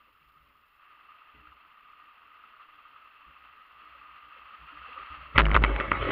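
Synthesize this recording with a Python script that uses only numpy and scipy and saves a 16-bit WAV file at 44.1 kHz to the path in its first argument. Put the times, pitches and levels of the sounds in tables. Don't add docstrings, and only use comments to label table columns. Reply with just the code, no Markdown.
import sys
import numpy as np
from scipy import signal
from scipy.fft import rfft, irfft, next_fast_len
from scipy.io import wavfile
from scipy.ndimage import uniform_filter1d, map_coordinates

SR = 44100
rng = np.random.default_rng(int(sys.argv[2]) if len(sys.argv) > 2 else 0)


def file_out(sig):
    cols = np.atleast_2d(sig).T
    lim = np.clip(cols, -1, 1)
    pcm = np.round(lim * 32767).astype(np.int16)
    wavfile.write(sys.argv[1], SR, pcm)


def nominal_scale(level):
    x = np.asarray(level, float) / 20
    return 10 ** x


N = 269451
T = np.arange(N) / SR

# freq_hz, density_db
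HISS_SPECTRUM = [(20, 18), (60, 23), (300, 1), (3000, 7.5), (5300, -4), (6000, -19.5), (6900, -8),
                 (8000, -19), (9500, -7.5), (12500, -5), (14000, -4.5), (15600, -6.5), (16000, -37.5)]
# start_s, hiss_db, tones_db
NOISE_LEVELS = [
    (0, -76, 6),
    (.79, -77.5, 3),
    (5.36, -72.5, 0),
]
# pitch_hz, level_db
WHINE_TONES = [(14357, -104), (14449, -101), (14540, -107), (14626, -93), (14718, -96), (14809, -103)]
# time_s, level_db
CREEK_LEVEL = [(0, -60), (.09, -64), (.78, -64), (.81, -58), (1.1, -56), (1.77, -57), (2.5, -55.5),
               (3.7, -55), (3.85, -52.5), (4.3, -52.5), (4.8, -49.5), (4.9, -46), (5.15, -46.5),
               (5.34, -50)]
# start_s, peak_db, pitch_hz
NEAR_BUBBLES = [(0.3706, -47, 1250), (1.0894, -42, 1190), (1.4706, -43, 1360), (1.9974, -45, 1180),
                (2.4384, -42, 1270), (2.5975, -42, 1200), (2.617, -42, 1250), (2.9597, -42, 1210),
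                (3.4406, -42, 1210), (3.7988, -43, 1230), (4.0292, -42, 1130), (4.157, -42, 1250),
                (4.2253, -41, 1230), (4.3236, -42, 1200), (4.5062, -39, 1340), (4.5351, -39, 1190),
                (4.6763, -39, 1240), (4.7012, -39, 1320), (4.7296, -38, 1210), (4.7651, -39, 1190),
                (4.8165, -38, 1220), (4.8389, -37, 1310), (4.9761, -34, 1210), (5.007, -33, 1230),
                (5.0564, -37, 1290), (5.1188, -33, 1180), (5.1422, -34, 1170), (5.2135, -37, 1220),
                (5.254, -37, 1200), (5.3278, -36, 1270)]
# centre_hz, width_hz, level_db
CASE_MODES = [(1232, 109, -0.5), (1990, 330, -15), (2682, 215, -9.5), (3120, 100, -19), (4360, 510, -17),
              (600, 900, -25.5)]
# freq_hz, gain_db
CASE_WALL = [(100, -7.5), (700, -1), (3300, -1), (4000, -13), (5200, -22.5), (6000, -36), (8000, -35.5),
             (12000, -25.5), (16000, -39.5)]
# centre_hz, width_hz, level_db
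HULL_MODES = [(61, 18, 0), (148, 25, -13)]
# centre_hz, width_hz, level_db
PANEL_MODES = [(299.6, 26, -0.5), (238, 63, -5.5), (427.7, 21, -6), (413, 19, -21), (575.6, 38, -6)]
# start_s, hold_s, hull_db, panels_over_hull_db
WAVE_SURGES = [(.07, .06, -75, -14), (.26, .03, -73, -12), (.4, .04, -68, -16), (.47, .04, -72, -10),
               (.55, .04, -76, -10), (1.335, .08, -61, -6), (1.47, .04, -65, -10), (1.54, .02, -72, -18),
               (3.265, .03, -58, -17), (3.33, .2, -74, -12), (3.72, .3, -73, -14), (4.08, .05, -66, -12),
               (4.23, .05, -68, -12), (4.31, .15, -74, -5), (4.585, .08, -58, -24), (4.71, .08, -62, -14),
               (4.79, .03, -58, -9), (4.87, .1, -68, -3), (5.0, .05, -62, -3), (5.1, .03, -55, -10),
               (5.17, .05, -52, -14), (5.25, .1, -55, -5)]
# start_s, peak_db, pitch_hz, t60_s
WAVELETS = [(0.077, -63, 513, 0.12), (0.344, -63, 400, 0.08), (1.174, -60, 692, 0.073),
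            (1.216, -71, 600, 0.08), (1.34, -64, 425, .6), (1.34, -63, 240, .5), (1.345, -60, 302, .3),
            (1.42, -58, 305, .4), (.21, -66, 145, .3), (.22, -57, 2300, .06), (.36, -62, 150, .2),
            (2.539, -66, 619, 0.08), (3.268, -70, 250, 0.08), (3.946, -52, 560, 0.08),
            (4.232, -74, 560, 0.07), (4.362, -49, 538, 0.065), (4.624, -57, 296, 0.094),
            (4.722, -49.5, 296, 0.24), (4.885, -40, 480, 0.054), (4.961, -45.5, 533, 0.17),
            (5.104, -50.5, 300, 0.24), (4.975, -50, 290, .08), (4.99, -50, 400, .14),
            (5.225, -48, 600, .07), (5.28, -48, 590, .07)]
# centre_hz, width_hz, level_db
DECK_MODES = [(309, 54, -13.5), (400, 25, -13.5), (553, 38, -10), (630, 21, -14.5), (866, 40, -13),
              (1290, 230, -3.5), (1965, 100, -4.5), (2190, 68, -1), (2637, 59, -7.5), (2980, 250, -16.5),
              (3810, 90, -19), (4690, 200, -38)]
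# centre_hz, width_hz, level_db
STONE_MODES = [(60, 35, -5), (110, 23, -2), (200, 90, -7)]
# time_s, pressure_db
GRIND_PRESSURE = [
    (5.34, -64),
    (5.36, -32),
    (5.41, -27),
    (5.47, -37),
    (5.53, -31),
    (5.575, -33),
    (5.6, -45),
    (5.645, -32),
    (5.665, -50),
]
# time_s, pressure_db
SLIDE_PRESSURE = [
    (5.645, -60),
    (5.665, -40),
    (5.81, -41),
    (5.88, -44),
    (5.93, -41),
    (6.0, -37),
    (6.11, -32.5),
]
# start_s, peak_db, brightness_db
ROCK_BLOWS = [(5.3575, -20, -9), (5.366, -21, -5), (5.3785, -4, -5), (5.382, 0, -12), (5.3905, -4, -8),
              (5.3955, -10, -8), (5.398, -8, -14), (5.4045, -10, -5), (5.408, -11, -11), (5.4155, -18, -7),
              (5.4535, -17, -6), (5.4635, -19, -8), (5.5135, -14, -10), (5.5435, -13, -6),
              (5.548, -10, -10), (5.552, -11, -10), (5.5625, -3, -18), (5.571, -13, -12), (5.622, -25, -6),
              (5.6375, -7, -8), (5.646, -11, -9), (5.761, -18, -7), (5.799, -15, -6), (5.806, -19, -8),
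              (5.812, -22, -12), (5.9155, -9, -18), (5.929, -25, -10)]
# start_s, swings_gained (while the hull is taut)
ROCK_SHOVES = [
    (5.3543, .6),
    (5.5524, .34),
]
# time_s, swing_db
SWING_LEVEL = [
    (5.354, -14),
    (5.385, .3),
    (5.435, 5),
    (5.53, 3.5),
    (5.57, 1.5),
    (5.63, .8),
    (5.76, -6),
    (5.795, -17),
    (6.11, -19),
]


def unit(x):
    return x / np.sqrt(np.mean(x ** 2) + 1e-20)


def curves(rows, outside=None):
    s, *columns = np.transpose(rows)
    return [np.interp(T, s, column, outside, outside) for column in columns]


def along(points, hz):
    f, db = np.transpose(points)
    return nominal_scale(np.interp(np.log(hz + 1), np.log(f + 1), db))


def peaks(modes, hz):
    power = 0
    for centre, width, db in modes:
        damping = (hz * width) ** 2
        power = power + nominal_scale(db) ** 2 * damping / ((centre * centre - hz * hz) ** 2 + damping)
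    return np.sqrt(power)


def below(hz, edge_hz):
    return 1 / (1 + (hz / edge_hz) ** 4)


def coloured(x, gain):
    m = 2 * next_fast_len(N // 2 + SR // 4)
    g = gain(np.fft.rfftfreq(m, 1 / SR))
    cepstrum = irfft(np.log(unit(g) + 1e-6), m)
    cepstrum = np.r_[cepstrum[0], 2 * cepstrum[1:m // 2], np.zeros(m // 2)]
    return irfft(rfft(x, m) * np.exp(rfft(cepstrum)), m)[..., :N]


def wobble(rate):
    return map_coordinates(rng.standard_normal(int(N * rate / SR) + 4), [T * rate])


def unsteady(hz, stray):
    pitch_hz = hz * (1 + stray * wobble(25))
    return np.sqrt(2) * np.sin(2 * np.pi * np.cumsum(pitch_hz) / SR)


def electronics():
    hiss = unit(coloured(rng.standard_normal(N), lambda hz: along(HISS_SPECTRUM, hz)))
    tones = np.zeros(N)
    for hz, db in WHINE_TONES:
        tones += np.sqrt(2) * nominal_scale(db) * np.sin(2 * np.pi * (hz * T + rng.random()))
    s, hiss_db, tones_db = np.transpose(NOISE_LEVELS)
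    now = np.searchsorted(s[1:], T)
    return nominal_scale(hiss_db[now] + 2.0 * wobble(170)) * hiss + nominal_scale(tones_db[now]) * tones


def bubbles(s, hz, cycles, size, rise):
    t = np.arange(SR // 40) / SR
    u = t * (hz / cycles)[:, None]
    envelope = size[:, None] * u * np.exp(1 - u)
    wave = envelope * np.sin(2 * np.pi * hz[:, None] * t * (1 + rise * u))
    at = (s * SR).astype(int)[:, None] + np.arange(len(t))
    return np.bincount(at.ravel(), wave.ravel(), N + SR)[:N]


def creek(count=3600):
    spray_db, spray_s = 2, .012
    when, pitch, size = rng.random(count), rng.standard_normal(count), rng.exponential(size=count)
    pitch_hz = np.clip(1800 * np.exp(.4 * pitch), 900, 6000)
    swarm = bubbles(when * N / SR, pitch_hz, 1.42, nominal_scale(1.21 * np.minimum(size, 3)), 0.024)
    rush = nominal_scale(0.92 * wobble(60)) * rng.standard_normal(N)
    water = rush + nominal_scale(-12.5) * unit(swarm)
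    muffled = unit(coloured(water, lambda hz: peaks(CASE_MODES, hz) * along(CASE_WALL, hz)))
    s, db, hz = np.transpose(NEAR_BUBBLES)
    near = bubbles(s - .001, hz, 3, nominal_scale(db - 6), .01)
    spray = np.bincount((s * SR).astype(int), minlength=N)
    spray = signal.fftconvolve(spray, np.exp(-(T[:SR // 10] / spray_s - 1) ** 2))[:N]
    level_db, = curves(CREEK_LEVEL)
    return nominal_scale(level_db + spray_db * spray) * muffled + near


def surges():
    calm_keel_db, calm_panel_db, creek_share = -93, -78.5, .35
    attack_s, t60_s, flutter_db = .006, .13, 2.5
    creek_db, = curves(CREEK_LEVEL)
    calm_db = creek_share * (creek_db - creek_db.mean())
    keel = nominal_scale(calm_keel_db + calm_db + 4 * wobble(8))
    panel = nominal_scale(calm_panel_db + calm_db + 1.5 * wobble(12))
    t = T[:SR // 2]
    for s, hold, db, panel_db in WAVE_SURGES:
        wave = np.minimum(t / attack_s, 1) * nominal_scale(db - 60 * np.maximum(t - hold, 0) / t60_s)
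        start = round(s * SR)
        keel[start:][:len(t)] += wave
        panel[start:][:len(t)] += nominal_scale(panel_db - 4) * wave
    return keel * nominal_scale(flutter_db * wobble(22)), panel * nominal_scale(flutter_db * wobble(22))


def hull():
    keel_gain, panel_gain = surges()
    shake = rng.standard_normal((2, N))
    keel = nominal_scale(-9) * unit(coloured(shake[0], lambda hz: peaks(HULL_MODES, hz)))
    for hz, _, db in HULL_MODES:
        keel = keel + nominal_scale(db) * unsteady(hz, stray=.07)
    keel = nominal_scale(-2) * keel_gain * keel

    panels = unit(coloured(shake[1], lambda hz: (peaks(PANEL_MODES, hz) + nominal_scale(-8.5)) / (1 + (hz / 800) ** 3)))
    tones = np.zeros(N)
    for hz, _, db in PANEL_MODES:
        tones += nominal_scale(db + 3.7 * wobble(5.1)) * unsteady(hz, stray=0.01525)
    panels = panel_gain * nominal_scale(-3.5) * (panels + nominal_scale(-6) * unit(tones))

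    t = T[:SR // 2]
    for s, db, hz, t60 in WAVELETS:
        envelope = nominal_scale(db - 4 - 60 * np.minimum(t / t60, 5)) * (1 - np.exp(-t / .004))
        panels[round(s * SR):][:len(t)] += envelope * np.sin(2 * np.pi * hz * t)
    return keel + panels


def deck(hz):
    return peaks(DECK_MODES, hz) * along(CASE_WALL, hz)


def low(hz):
    return deck(hz) * below(hz, 1350)


def high(hz):
    return deck(hz) * (1 - below(hz, 1200))


def patchy(rows, depth_db):
    z = signal.stft(rng.standard_normal((rows, N)), nperseg=512)[2]
    field = uniform_filter1d(rng.standard_normal(z.shape[1:]), size=4, axis=0)
    field = uniform_filter1d(field, size=7, axis=1)
    return signal.istft(z * nominal_scale(depth_db * unit(field)), nperseg=512)[1][:, :N]


def scrape(body_follows):
    grit = patchy(4, depth_db=3.3) * nominal_scale(1.6 * wobble(150))
    layers = [unit(coloured(grit[0], lambda hz: low(hz) * (1 - below(hz, 800)))),
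              unit(coloured(grit[1], high)),
              unit(coloured(grit[2], lambda hz: deck(hz) * below(hz, 650))),
              unit(coloured(grit[3], lambda hz: peaks(STONE_MODES, hz) * below(hz, 200)))]
    gains = np.zeros((4, N))
    # stroke, panel_db, keel_db, bright_db
    strokes = (GRIND_PRESSURE, -.5, 5, -7), (SLIDE_PRESSURE, 1, -1.5, 1)
    for stroke, panel_db, keel_db, bright_db in strokes:
        level_db, = curves(stroke, -120)
        body_db = (body_follows - 1) * (np.maximum(level_db, -50) + 38)
        tone_db = [0 * T, bright_db + .8 * body_db, panel_db + body_db, keel_db + body_db]
        gains += nominal_scale(level_db + tone_db)
    return np.sum(gains * layers, axis=0)


def rock():
    body_follows = .6
    knock_t60_s, softer_s_per_db, duller_s_per_db = .006, .00025, .0004
    tick_db, tick_grows, tick_t60_s = -14, 3, .004
    thump_db, thump_t60_s = -15, .07
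    blows, t = np.zeros(N + SR), np.arange(SR // 20) / SR
    impulse = 1. * (T == 0)
    dull = coloured(impulse, lambda hz: low(hz) * (1 - below(hz, 780)))[:len(t)]
    sharp = coloured(impulse, high)[:len(t)]
    boom = coloured(impulse, lambda hz: deck(hz) * below(hz, 650) + nominal_scale(-8) * peaks(STONE_MODES, hz))[:len(t)]
    for s, db, sharp_db in ROCK_BLOWS:
        t60 = knock_t60_s - softer_s_per_db * db - duller_s_per_db * sharp_db
        burst = rng.standard_normal(len(t)) * nominal_scale(-60 * t / t60) * (1 - np.exp(-10 * t / t60))
        ring = signal.fftconvolve(burst, dull + nominal_scale(sharp_db + 5) * sharp)[:len(t)]
        ring = ring * nominal_scale(-60 * t / (4 * t60))
        edge = np.diff(np.diff(rng.standard_normal(len(t) + 2)))
        tick = nominal_scale(tick_db + tick_grows * db + .7 * sharp_db - 60 * t / tick_t60_s) * edge
        thump = signal.fftconvolve(burst, boom)[:len(t)] * nominal_scale(-60 * t / thump_t60_s)
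        thump = nominal_scale(thump_db + body_follows * db) * thump / np.abs(thump).max()
        blows[round(s * SR):][:len(t)] += nominal_scale(db) * ring / np.abs(ring).max() + tick + thump
    return scrape(body_follows) + blows[:N]


def swing():
    swing_hz, taut_s, handover_s = 50, .036, .011
    rough_db = 3
    travel = np.zeros(N)
    for s, gained in ROCK_SHOVES:
        t = np.maximum(T - .0025 - s, -handover_s)
        share = np.clip(t / handover_s + 1, 0, 1)
        cycles = swing_hz * t + gained * (1 - np.exp(-t / taut_s))
        travel = (1 - share) * travel + share * np.sin(2 * np.pi * cycles)
    level_db, = curves(SWING_LEVEL)
    dying = np.clip(-level_db / 10, 0, 1)
    return nominal_scale(level_db + rough_db * dying * wobble(30)) * travel


def capsule(sound, travel):
    free = uniform_filter1d(1. * (np.abs(travel) < 1), size=13)
    held = uniform_filter1d(np.clip(travel, -1, 1), size=13)
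    held = held + np.gradient(held) * SR / (2 * np.pi * 120)
    sag = signal.butter(1, 26 / (SR / 2), "high")
    x = free * sound + nominal_scale(-20.5) * signal.lfilter(*sag, held)
    x = x / (1 + np.abs(x / .9) ** 6) ** (1 / 6)
    port = signal.butter(8, 4800 / (SR / 2), output="sos")
    window = signal.butter(2, [9000 / (SR / 2), 14500 / (SR / 2)], "band", output="sos")
    return signal.sosfilt(port, x) + nominal_scale(-21) * signal.sosfilt(window, x)


def scene():
    sound = creek() + hull() + rock()
    return (capsule(sound, swing()) + electronics())[None]


def low_pass(x):
    return signal.sosfilt(signal.butter(12, 15750, fs=SR, output="sos"), x)


def record(dry):
    return low_pass(dry)


dry = scene()
out = record(dry)
file_out(out)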